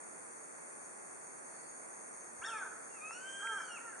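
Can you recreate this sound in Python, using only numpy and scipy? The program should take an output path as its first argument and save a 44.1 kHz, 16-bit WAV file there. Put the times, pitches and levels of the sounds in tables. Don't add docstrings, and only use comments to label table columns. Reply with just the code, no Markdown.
import sys
import numpy as np
from scipy import signal
from scipy.fft import rfft, irfft
from scipy.io import wavfile

SR = 44100
rng = np.random.default_rng(int(sys.argv[2]) if len(sys.argv) > 2 else 0)


def transcribe(signal):
    frames = np.atleast_2d(signal).T
    limited = np.clip(frames, -1, 1)
    pcm = np.round(limited * 32767).astype(np.int16)
    wavfile.write(sys.argv[1], SR, pcm)


N = 4 * SR

# f/Hz, relative density/dB
AIR_SPECTRUM = [(15, -64), (25, -44), (65, -23), (196, -5), (418, 0), (489, -0.5), (707, -0.5),
                (1220, -2.5), (1700, -4), (2180, -7.5), (2600, -14), (3380, -35), (5720, -120)]
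# f/Hz, relative density/dB
CHORUS_SPECTRUM = [(2500, -15.5), (3500, -12.5), (4500, -1), (5400, -8), (6300, 0), (7300, -6), (8000, -4),
                   (9100, -1), (10000, -9), (10900, -13), (11600, -32.5)]
# t/s, level/dB
CHORUS_ENVELOPE = [(0, -56), (1.6, -56), (4, -55)]
# t/s, peak/dB, centre f/Hz, width/Hz
KNOCK_HITS = [(2.392, -64.5, 85, 70), (3.109, -34.5, 1340, 1280), (3.472, -33.5, 2180, 780)]
# f/Hz, stroke rate/Hz, half of the fall per stroke/Hz, level/dB
TRILL_VOICES = [(9130, 118, 400, -59.5), (9140, 112, 520, -65.5), (9110, 100, 380, -64.5),
                (8450, 77, 940, -69.5), (7360, 96, 780, -68)]
# t/s, level/dB
CRICKET_ENVELOPE = [(0, -63.5), (.9, -63.5), (1.5, -60.5), (2.1, -58.5), (3, -60), (4, -59.5)]
# t/s, f/Hz, level/dB
BIRD_TICKS = [(.04, 6700, -54), (.44, 6680, -54.5), (.862, 6660, -53), (1.275, 6700, -55.5),
              (1.70, 6670, -53), (2.218, 6200, -55), (2.63, 6370, -60), (3.085, 6380, -55),
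              (3.533, 6400, -58), (3.995, 6420, -52)]
# t/s, f/Hz, level/dB
BIRD_PEEPS = [(.385, 6220, -59), (.843, 6170, -61)]
# t/s, f/Hz, relative level/dB, roughness
CAW_CONTOUR = [(0, 298.8, -16, 0.58), (.035, 383.3, -3.5, 0.75), (.066, 443.8, 0, 0.06),
               (.088, 462.9, -4, 0.04), (.15, 433.9, 2, 0.03), (.19, 405.4, -2.5, 0.02),
               (.218, 372, 0.5, .4), (.25, 318, -8.5, 0.93), (.275, 286, -19, 1.1)]
# start t/s, level/dB, time factor, pitch factor, formant factor
CAW_EVENTS = [(2.41, -48.5, 1.016, .999, 1.002), (3.386, -48, 0.92, 1.005, 0.99),
              (3.756, -57, .87, 1.04, 1.054)]
# f/Hz, gain/dB
CROW_FORMANTS = [(300, -37), (450, -14), (780, -14.5), (900, -3.5), (1000, -5), (1150, -12), (1300, 4),
                 (1550, 2.5), (1740, -0.5), (1830, -20), (2200, -16.5), (2800, -60), (4000, -57)]
# t/s, f/Hz, level/dB, relative level of harmonics 3-5/dB
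NOTE_CONTOUR = [(2.412, 960, -55, -7), (2.426, 1267, -51.5, -9), (2.437, 1565, -53.5, -16),
                (2.452, 1794, -44.5, -17), (2.465, 1835, -41, -9), (2.48, 1763, -47.5, -10),
                (2.497, 1580, -49.5, -4), (2.52, 1345, -55.5, -10), (2.54, 1238, -57, -15),
                (2.566, 1218, -56.5, -7), (2.585, 1084, -56.5, -5), (2.615, 1070, -72, -11)]
# t/s, f/Hz, level/dB, relative level of harmonics 3-5/dB
MEW_CONTOUR = [(2.89, 1411, -82, -8), (2.96, 1345, -63, -14), (3.003, 1193, -68.5, -10),
               (3.022, 1228, -55.5, -10), (3.11, 1321, -55.5, -6), (3.152, 1430, -55.5, -4),
               (3.2, 1515, -55.5, -11.5), (3.295, 1571, -48.5, -9), (3.37, 1584, -53, -6),
               (3.47, 1596, -43.5, -13), (3.555, 1589, -49.5, -11), (3.615, 1555, -57.5, -8),
               (3.66, 1520, -54, -12), (3.69, 1470, -54, -8), (3.725, 1402, -51.5, -8),
               (3.752, 1385, -51.5, -20), (3.772, 1285, -57.5, -26), (3.797, 900, -62, -16)]
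# t/s, relative level/dB
SUBTONE_ENVELOPE = [(2.6, -24.5), (3.1, -27), (3.3, -23.5), (3.555, -24), (3.615, -6), (3.66, -20),
                    (3.7, -38)]
# f/Hz, gain/dB
BUZZARD_TONE_COLOUR = [(1150, 0.5), (1600, 0.5), (1850, -6.5), (2400, 6.5), (3200, 7), (3650, 0.5),
                       (4100, 0.5), (4550, 5.5), (4780, -15), (5500, 7.5), (6300, -7.5), (7200, -11),
                       (7900, -3.5), (9000, -20)]
# f/Hz, width/Hz
MIC_NOTCHES = [(3000, 720), (4000, 2080), (5020, 1360)]

SIDE = np.array([[1], [-1]])


def undb(db):
    return 10 ** (np.asarray(db) / 20)


def unit(x):
    return x / np.sqrt(np.mean(x ** 2))


def clock():
    return np.arange(N) / SR


def curve(rows, t):
    at, *columns = np.array(rows, float).T
    return [np.interp(t, at, c) for c in columns]


def gain_at(spectrum, hz):
    f, db = np.array(spectrum, float).T
    return undb(np.interp(np.log(hz + 1), np.log(f), db))


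def walk(rate_hz):
    hz = np.arange(N // 2 + 1) * SR / N
    return unit(irfft(rfft(rng.standard_normal(N)) * np.exp(-(hz / rate_hz) ** 2), N))


def turn(hz):
    return 2 * np.pi * np.cumsum(hz) / SR


def gate(t, start_s, end_s, edge_s):
    return np.clip(np.minimum(t - start_s, end_s - t) / edge_s, 0, 1)


def wash(spectrum, correlation):
    hz = np.arange(N // 2 + 1) * SR / N
    low_cut = np.minimum(hz / spectrum[0][0], 1) ** 2
    high_cut = 1 / (1 + (hz / spectrum[-1][0]) ** 16)
    shape = gain_at(spectrum, hz) * low_cut * high_cut
    mid, side = (unit(irfft(rfft(rng.standard_normal(N)) * shape, N)) for _ in range(2))
    return (np.sqrt(1 + correlation) * mid + np.sqrt(1 - correlation) * side * SIDE) / np.sqrt(2)


def forest(x, wet_db, t60_s, side_db, build_s=.0028):
    t = clock()[:SR]
    envelope = np.exp(-np.log(1000) * t / t60_s) * (1 - np.exp(-t / build_s))
    tails = rng.standard_normal((2, SR)) * envelope
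    mid, side = (signal.fftconvolve(x, h / np.linalg.norm(h))[:N] for h in tails)
    return x + undb(wet_db) * (mid + undb(side_db) * side * SIDE)


def valley_air(level_db=-52.5, right_bias_db=1.4):
    rush = wash(AIR_SPECTRUM, correlation=-.36)
    return rush * undb(level_db + .22 * walk(4.9) - SIDE * right_bias_db / 2)


def chorus():
    return wash(CHORUS_SPECTRUM, correlation=.14) * undb(curve(CHORUS_ENVELOPE, clock())[0])


def cicada(centre_hz=4500, skirt_hz=960, level_db=-57, peak_s=1.63, swell_s=.13):
    swell = np.exp(-((clock() - peak_s) / swell_s) ** 2)
    band = [(centre_hz - skirt_hz, -40), (centre_hz, 0), (centre_hz + skirt_hz, -40)]
    return wash(band, correlation=.14) * undb(level_db) * swell


def knocks():
    out = 0
    for at_s, peak_db, hz, width_hz in KNOCK_HITS:
        edges_hz = [hz - width_hz / 2, hz + width_hz / 2]
        band = signal.butter(3, edges_hz, "bandpass", fs=SR, output="sos")
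        ring = signal.sosfilt(band, signal.unit_impulse(N, int(at_s * SR)))
        out = out + undb(peak_db) * ring / np.abs(ring).max()
    return out


def wing_strokes(hz, rate_hz, half_fall_hz, scatter_hz):
    cycle = np.cumsum(rate_hz * (1 + .025 * walk(4))) / SR % 1
    pitch_hz = hz + half_fall_hz * (1 - 2 * cycle) + scatter_hz * walk(600)
    return unit(np.sin(np.pi * cycle) ** 4 * np.sin(turn(pitch_hz)))


def trills(flank_db=-1.5):
    def group():
        return sum(undb(db + walk(5.8)) * wing_strokes(hz, rate_hz, half_fall_hz, scatter_hz=230.1)
                   for hz, rate_hz, half_fall_hz, db in TRILL_VOICES)

    ahead, left, right = group(), group(), group()
    return ahead + undb(flank_db) * np.array([left, right])


def cricket(pitch_hz=6553, wander_hz=24, start_s=.05, period_s=.2306, duty=.84):
    t = clock()
    chirps = gate((t - start_s) % period_s, 0, duty * period_s, edge_s=.0062)
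    hz = pitch_hz + wander_hz * walk(14.1)
    strokes = wing_strokes(hz, rate_hz=84.3, half_fall_hz=114, scatter_hz=84.5)
    song = strokes * chirps * undb(curve(CRICKET_ENVELOPE, t)[0])
    return forest(song, wet_db=-3.5, t60_s=.052, side_db=-2)


def small_bird(sigma_s=.0064, tick_fall_hz_per_s=13000):
    out = 0
    for notes, fall_hz_per_s in ((BIRD_TICKS, tick_fall_hz_per_s), (BIRD_PEEPS, 0)):
        for at_s, hz, db in notes:
            t = clock() - at_s
            envelope = np.sqrt(2) * undb(db) * np.exp(-.5 * (t / sigma_s) ** 2)
            out = out + envelope * np.sin(2 * np.pi * t * (hz - fall_hz_per_s * t / 2))
    return forest(out, wet_db=-18, t60_s=.24, side_db=0)


def crows(jitter=.034):
    out = 0
    for start_s, level_db, stretch, pitch, throat in CAW_EVENTS:
        t = (clock() - start_s) / stretch
        hz, db, rough = curve(CAW_CONTOUR, t)
        hz = hz * pitch
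        phase = turn(hz * (1 + jitter * rough * walk(290)))
        voice = sum(gain_at(CROW_FORMANTS, k * hz / throat) * np.sin(k * phase) for k in range(1, 9))
        rasp = 1 + rough * walk(88)
        envelope = np.sqrt(2) * undb(level_db + db) * gate(t, 0, CAW_CONTOUR[-1][0], edge_s=.0088)
        out = out + voice * rasp * envelope
    return forest(out, wet_db=-4.5, t60_s=1, side_db=-9)


def buzzard_call(contour, held_jitter=.0024, rough_jitter=.021, flutter_db=1.5, break_hz_per_s=12500):
    t = clock()
    hz, db, overtone_db = curve(contour, t)
    subtone_db = curve(SUBTONE_ENVELOPE, t)[0]
    rough = np.clip(np.abs(np.gradient(hz, t)) / break_hz_per_s, 0, 1)
    phase = turn(hz * (1 + held_jitter * walk(88) + rough_jitter * rough * walk(330)))

    def partial(k, level_db):
        gain = gain_at(BUZZARD_TONE_COLOUR, k * hz) * undb(level_db + flutter_db * walk(22))
        return gain * np.sin(k * phase)

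    overtones = sum(partial(k, overtone_db) * (1 + .3 * walk(65)) for k in (3, 4, 5))
    subtones = sum(partial(k, subtone_db) for k in (1.5, 2.5, 3.5))
    voice = partial(1, 0) + partial(2, 0) + overtones + subtones
    rasp = 1 + .44 * rough * walk(175)
    envelope = np.sqrt(2) * undb(db) * gate(t, contour[0][0], contour[-1][0], edge_s=.018)
    return voice * rasp * envelope


def buzzard():
    calls = buzzard_call(NOTE_CONTOUR) + buzzard_call(MEW_CONTOUR)
    return forest(calls, wet_db=-6, t60_s=.57, side_db=-4, build_s=.006)


def scene():
    air = valley_air()
    birds = buzzard() + crows() + small_bird()
    insects = cricket() + trills() + chorus() + cicada()
    return air + knocks() + insects + birds


def record(dry, cutoff_hz=11300):
    for hz, width_hz in MIC_NOTCHES:
        dry = signal.lfilter(*signal.iirnotch(hz, hz / width_hz, fs=SR), dry)
    return signal.sosfilt(signal.ellip(8, .2, 70, cutoff_hz, fs=SR, output="sos"), dry)


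dry = scene()
out = record(dry)
transcribe(out)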